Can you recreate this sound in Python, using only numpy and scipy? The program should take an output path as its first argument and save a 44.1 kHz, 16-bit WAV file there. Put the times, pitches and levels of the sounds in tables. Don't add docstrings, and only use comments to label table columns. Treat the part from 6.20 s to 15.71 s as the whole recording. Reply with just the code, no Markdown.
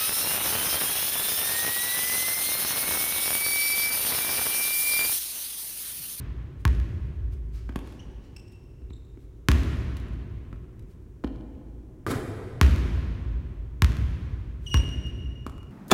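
import sys
import numpy as np
from scipy import signal
from scipy.fft import rfft, irfft
from scipy.io import wavfile
from scipy.ndimage import uniform_filter1d

SR = 44100
rng = np.random.default_rng(int(sys.argv[2]) if len(sys.argv) > 2 else 0)


def store_pcm(level_fs):
    pcm = np.round(np.clip(level_fs, -1, 1) * 32767).astype(np.int16)
    wavfile.write(sys.argv[1], SR, np.atleast_2d(pcm).T)


N = 419391

# f/Hz, level/dB, t60/s
AIR_MODES = [(925, -46, .3), (1100, -42.5, .16), (1490, -60, .15), (1693, -45, .15), (1883, -52, .25),
             (2410, -49.5, 0.088)]
SHELL_MODES = [(904, -40.5, 0.056), (1120, -24.5, 0.024), (1510, -36, 0.009), (1750, -33, 0.0063)]
# f/Hz, level/dB
THUD_SPECTRUM = [(40, 1.5), (120, 25), (190, 25), (260, 23), (370, 17), (480, 8), (700, 3.5), (1500, -15),
                 (16000, -54.5)]
PAT_SPECTRUM = [(100, -8.5), (300, 24), (600, 4), (1200, 14.5), (1900, 4), (3000, -8), (6000, -15.5),
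                (16000, -23.5)]


def bounces(floor_hz=63.5, grain_share=.35, far_side_s=.0018, squash_s=.0017, hall_db_per_thud_db=.59):
    # t/s, boom/dB, thud/dB, slap/dB, ring/dB, wall delay/s, wall echo/dB; the first is tail only
    hits = [(-.55, 1, -1.5, 3.5, -2, .02, -14), (0.4523, -2.5, -6, -4, 4, 0.026, -13),
            (3.286, -1, 3, 1.5, 2, 0.0302, -6), (6.4131, 1.5, 2, 2.5, 2.5, 0.017, -18),
            (7.621, 0.5, -4.5, 1, 0.5, .0245, -7), (8.5426, -2.5, -3.5, -4.5, 3, 0.0305, -11)]
    slap_spectrum = [(100, -9), (400, -11.5), (750, -0.5), (1100, 19.5), (1700, 13.5), (2300, 9),
                     (3200, 7.5), (5000, 2.5), (6300, 0.5), (8000, -6.5), (12000, -6.5), (16000, -13)]
    late_echoes = [(.098, -27), (0.148, -22.5)]
    out = np.zeros(N)
    slap = flex(contact(slap_spectrum))
    ping = ring(AIR_MODES)
    for s, boom_db, thud_db, slap_db, ring_db, wall_s, wall_db in hits:
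        boom = from_db(boom_db) * boards(floor_hz, sweep_hz=140)
        thud = from_db(thud_db) * contact(THUD_SPECTRUM)
        pebbled_slap = scatter(slap, grain_share, t60_s=.014)
        add(out, s, from_db(slap_db) * pebbled_slap + from_db(ring_db) * ping)
        add(out, s + far_side_s, from_db(ring_db) * ring(SHELL_MODES))
        add(out, s + squash_s, boom + thud)
        for delay_s, db in [(wall_s, wall_db)] + late_echoes:
            add(out, s + delay_s, from_db(slap_db + db) * off_wall(slap))
        ball = from_db(slap_db) * slap + from_db(ring_db + 1) * ping
        radiated = from_db(2) * boom + from_db(4.5) * thud + from_db(hall_db_per_thud_db * thud_db) * ball
        add(out, s, hall(radiated))
    return out


def basket(cord_db=-47, tug_db=-31.5, knock_db=-9, jerk_s=.04, jerk_db=-2, spots=4):
    hoop_modes = [(260.5, -28.5, 0.27), (379.7, -37.5, 0.29), (433.6, -32, 0.39), (506, -58.5, 0.25),
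                  (1202, -28, 0.076), (1504, -32, .05)]
    # f/Hz, level/dB
    cord_spectrum = [(300, -18), (1200, 12), (2000, 0), (3500, 4), (6000, 0), (11000, -1), (16000, -11)]
    tug_spectrum = [(40, -22.5), (100, 14), (170, -2), (270, -4), (350, 2.5), (450, -9), (560, -7.5),
                    (850, -14), (1250, -9), (2000, -14.5), (3000, -34.5), (8000, -48)]
    entry_s = 5.8655
    t = np.arange(N) / SR - entry_s
    in_net = (t >= 0) & (t < .5)
    pull_db = net_pull_db(np.clip(t, 0, .5))
    grain_db = 3.5 * np.tanh(flutter(N, width=50))
    rasp = from_db(cord_db + pull_db + grain_db) * noise(cord_spectrum)
    tug = from_db(tug_db + .55 * pull_db) * noise(tug_spectrum)
    direct = in_net * (rasp + tug)
    add(direct, entry_s, from_db(knock_db) * flex(contact(PAT_SPECTRUM)) + ring(hoop_modes))
    low_modes = [mode for mode in hoop_modes if mode[0] < 800]
    add(direct, entry_s + jerk_s, from_db(jerk_db) * ring(low_modes))
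    out = direct.copy()
    for spot in np.eye(spots):
        share = np.interp(t[in_net], np.linspace(0, 2 * jerk_s, spots), spot)
        add(out, entry_s, from_db(3.5) * hall(direct[in_net] * np.sqrt(share)))
    return out


def net_pull_db(t, catch_s=.0084, taut_s=.047, taut_width_s=.012, drag_s=.083, release_db_per_s=238.5):
    catch_db = 6 * np.exp(-t / catch_s)
    taut_db = 11 * np.exp(-((t - taut_s) / taut_width_s) ** 2)
    return catch_db + taut_db - release_db_per_s * np.maximum(t - drag_s, 0)


def hands(touch_db=-4.5, palm_db=-19, palm_t60_s=.016):
    pats = [(1.492, -19.5, -64, -46, 1520), (1.559, -13.5, -27, -10, 1647), (3.769, -27, -30.5, -29, 1480),
            (4.3288, -24.5, -65.5, -16.5, 1322), (9.2656, -14, -31, -32, 1280)]
    snap_spectrum = [(500, 1.5), (2000, 21), (3500, 13.5), (6000, 7), (10000, 6.5), (16000, 0)]  # f/Hz, level/dB
    out = np.zeros(N)
    for s, pat_db, snap_db, thump_db, palm_hz in pats:
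        pulse = from_db(pat_db) * contact(PAT_SPECTRUM) + from_db(snap_db) * contact(snap_spectrum)
        touch = from_db(touch_db) * scatter(pulse, share=1, t60_s=.03)
        rings = ring(SHELL_MODES) + ring(AIR_MODES) + ring([(palm_hz, palm_db, palm_t60_s)])
        thump = from_db(thump_db) * contact(THUD_SPECTRUM)
        add(out, s, touch + from_db(pat_db) * rings + thump)
    return in_gym(out, hall_db=.5)


def feet(floor_hz=58, landing_s=5.0395, heel_lag_s=.0055, slap_db=-19.5, pop_db=3):
    steps = [(1.022, -12.5, -47.5), (1.128, -17, -34.5), (1.495, -21, -17.5), (1.560, -38, -8),
             (2.62, -22.5, -36.5), (2.706, -20, -24), (2.974, -38.5, -29), (4.25, -28, -33),
             (5.352, -23, -34), (7.06, -10.5, -44), (9.265, -24, -17.5)]
    heel_spectrum = [(50, 9), (150, 20), (260, 28), (400, 16.5), (600, 3.5), (1000, 2), (1600, -0.5),
                     (3000, -9), (6000, -22.5), (16000, -49.5)]
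    pop_modes = [(630, -34, 0.032), (1027, -41.5, 0.024)]
    out = np.zeros(N)
    heel_landing = (landing_s + heel_lag_s, -17, -7)
    for s, boom_db, knock_db in steps + [heel_landing]:
        boom = from_db(boom_db) * boards(floor_hz, sweep_hz=39.5)
        knock = from_db(knock_db) * scatter(contact(heel_spectrum), share=.99, t60_s=.012)
        add(out, s, boom + knock)
    slap = from_db(slap_db) * scatter(contact(PAT_SPECTRUM), share=1, t60_s=.036)
    add(out, landing_s, slap + from_db(pop_db) * ring(pop_modes))
    return in_gym(out, hall_db=-.5)


def skid(length_s=.13, full_grip_hz=2836, sag_hz_per_db=9, bite_hz=400, bite_s=.005, release_s=.03):
    grip = [(8.463, -49), (8.469, -36), (8.499, -50), (8.515, -36.5), (8.555, -30.5)]
    out, t = np.zeros(N), seconds(length_s)
    s, db = np.transpose(grip)
    grip_db = np.interp(s[0] + t, s, db)
    waver = 1 + .016 * np.interp(t / .006, np.arange(64), rng.standard_normal(64))
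    hz = full_grip_hz - sag_hz_per_db * (grip_db - db[-1]) + bite_hz * np.exp(-t / bite_s)
    squeal = stick_slip(hz * waver, jitter=.013, step_db=-11.5, top_hz=15500)
    release = np.clip((length_s - t) / release_s, 0, 1)
    add(out, s[0], from_db(grip_db + 1.5) * release * squeal)
    return in_gym(out, hall_db=4.5)


def squeaks(rise_share=.085):
    chirps = [(1.557, 0.0073, 3220, -49, -10), (1.79, .02, 2930, -50.5, -6), (2.162, .011, 2696, -46, -1),
              (2.699, 0.0097, 3940, -61, -8), (2.732, .007, 3880, -51.5, -1.5)]
    out = np.zeros(N)
    for s, length_s, hz, db, step_db in chirps:
        count = len(seconds(length_s))
        glide_hz = hz * (1 + rise_share * np.linspace(-.5, .5, count))
        chirp = stick_slip(glide_hz, jitter=.04, step_db=step_db, top_hz=7600)
        add(out, s, from_db(db) * signal.windows.tukey(count, .5) * chirp)
    return in_gym(out, hall_db=3)


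def friction():
    # t/s, length/s, level/dB
    rubs = [(.38, 0.054, -67.5), (1.105, 0.055, -64), (1.31, 0.09, -64.5), (2.161, 0.013, -54.5),
            (2.316, 0.016, -62.5), (2.96, 0.13, -74.5), (4.592, 0.0071, -58), (4.662, 0.096, -71.5),
            (8.38, 0.27, -61.5), (8.851, 0.035, -62)]
    scuffs = [(1.3, 0.14, -63), (1.56, 0.24, -63.5), (2.0, 0.09, -68.5)]
    # f/Hz, level/dB
    rub_spectrum = [(500, -4), (3000, 2.5), (8000, -1.5), (16000, -7)]
    scuff_spectrum = [(500, -11.5), (1300, 4), (3600, -4.5), (4600, -1.5), (7000, -9), (16000, -21.5)]
    out = np.zeros(N)
    for swells, spectrum, hall_db in [(rubs, rub_spectrum, 0), (scuffs, scuff_spectrum, 10.5)]:
        envelope = np.zeros(N)
        for s, length_s, db in swells:
            add(envelope, s, from_db(db) * np.hanning(len(seconds(length_s))))
        out += in_gym(envelope * noise(spectrum), hall_db)
    return out


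def ventilation(rms_db=-47):
    rumble_spectrum = [(15, -25.5), (25, 0.5), (53, -3), (117, 0), (206, -19.5), (373, -10), (439, -20.5),
                       (754, -37), (1020, -35), (1400, -39.5), (2550, -45.5), (4870, -53), (5730, -49.5),
                       (13200, -56), (16000, -54)]
    return from_db(rms_db) * noise(rumble_spectrum)


def boards(hz, sweep_hz, sweep_s=.0073, ring_s=.05, size=16384):
    t = np.arange(size) / SR
    cycles = hz * t + sweep_hz * sweep_s * (1 - np.exp(-t / sweep_s))
    swell = .5 - .4 * np.exp(-t / .017)
    return np.sin(2 * np.pi * cycles) * swell * np.exp(-(t / ring_s) ** 2)


def contact(spectrum, size=16384):
    hz = np.arange(size // 2 + 1) * SR / size
    cepstrum = irfft(np.log(from_db(at_hz(spectrum, hz))))
    fold = 1 + np.sign(size / 2 - np.arange(size))
    fold[0] = 1
    return irfft(np.exp(rfft(cepstrum * fold)))


def scatter(pulse, share, t60_s):
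    t = np.arange(len(pulse)) / SR
    shower = rng.standard_normal(len(t)) * from_db(-60 * t / t60_s)
    return pulse + share * signal.fftconvolve(pulse, shower / np.linalg.norm(shower))[:len(t)]


def flex(pulse, hz=2500, width_hz=2500):
    radius = np.exp(-np.pi * width_hz / SR)
    denominator = [1, -2 * radius * np.cos(2 * np.pi * hz / SR), radius ** 2]
    return signal.lfilter(denominator[::-1], denominator, pulse)


def ring(modes, size=16384):
    t = np.arange(size) / SR
    return sum(from_db(db - 60 * t / t60_s) * np.sin(2 * np.pi * hz * t) for hz, db, t60_s in modes)


def stick_slip(hz, jitter, step_db, top_hz):
    phase = 2 * np.pi * np.cumsum(hz * (1 + jitter * flutter(len(hz), width=40))) / SR
    return sum(from_db(step_db * (k - 1)) / (1 + (k * hz / top_hz) ** 8) * np.sin(k * phase)
               for k in range(1, 6))


def in_gym(x, hall_db):
    echoes = [(0.031, -8.5), (.115, -14.5), (.165, -16.5)]
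    out = x + from_db(hall_db) * hall(x)[:N]
    echo = off_wall(x)
    for delay_s, db in echoes:
        add(out, delay_s, from_db(db) * echo)
    return out


def off_wall(x, low_cut_hz=1800):
    return low_cut(x + 1e-18, low_cut_hz)


def hall(x, build_s=.0024, build_cycles=.57, early_s=.035, spikes_per_s=70, spike_t60_s=1.3, size=131072):
    bands = [(35.2, 11, 5), (65, -5, 2.65), (125, -2.5, 4.03), (250, -2.5, 3.14), (445, -2.5, 2.84),
             (648, -0.5, 3.07), (1160, -11.5, 2.35), (2300, -5.5, 2.24), (4930, -10, 1.81),
             (8250, -9, 1.36), (15280, -14, 1.2)]
    t, hz = np.arange(size) / SR, np.arange(size // 2 + 1) * SR / size
    spikes = (rng.random(size) < spikes_per_s / SR) * (2 * rng.random(size) - 1)
    field = rfft(rng.standard_normal(size) + 22 * spikes * from_db(-60 * t / spike_t60_s))
    centres_hz = np.array(bands)[:, 0]
    response = np.zeros(size)
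    for (centre_hz, db, t60_s), weights in zip(bands, np.eye(len(bands))):
        band = irfft(field * at_hz(np.c_[centres_hz, weights], hz))
        onset = 1 - np.exp(-(t / (build_s + build_cycles / centre_hz)) ** 2)
        envelope = onset * from_db(-60 * t / t60_s)
        response += from_db(db) * band * envelope / np.linalg.norm(envelope)
    near_walls = 1 + .74 * np.exp(-t / early_s)
    return signal.fftconvolve(x, response * near_walls)


def noise(spectrum):
    gain = from_db(at_hz(spectrum, np.arange(N // 2 + 1) * SR / N))
    x = irfft(rfft(rng.standard_normal(N)) * gain, N)
    return x / x.std()


def flutter(count, width):
    x = uniform_filter1d(rng.standard_normal(count), size=width)
    return x / x.std()


def add(track, s, sound):
    start = int(round(s * SR))
    part = sound[max(-start, 0):max(N - start, 0)]
    track[max(start, 0):max(start, 0) + len(part)] += part


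def at_hz(points, hz):
    points = np.array(points)
    return np.interp(np.log(hz + 1e-3), np.log(points[:, 0]), points[:, 1])


def low_cut(x, hz):
    return signal.sosfilt(signal.butter(1, hz, "high", fs=SR, output="sos"), x)


def from_db(db):
    return 10 ** (np.asarray(db) / 20)


def seconds(length_s):
    return np.arange(max(int(length_s * SR), 8)) / SR


def scene():
    background = ventilation() + friction()
    return (bounces() + hands() + feet() + squeaks() + skid() + basket() + background)[None]


def record(dry, low_cut_hz=28, top_hz=15900):
    top_cut = signal.ellip(10, .1, 80, top_hz, fs=SR, output="sos")
    return signal.sosfilt(top_cut, low_cut(dry, low_cut_hz))


dry = scene()
out = record(dry)
store_pcm(out)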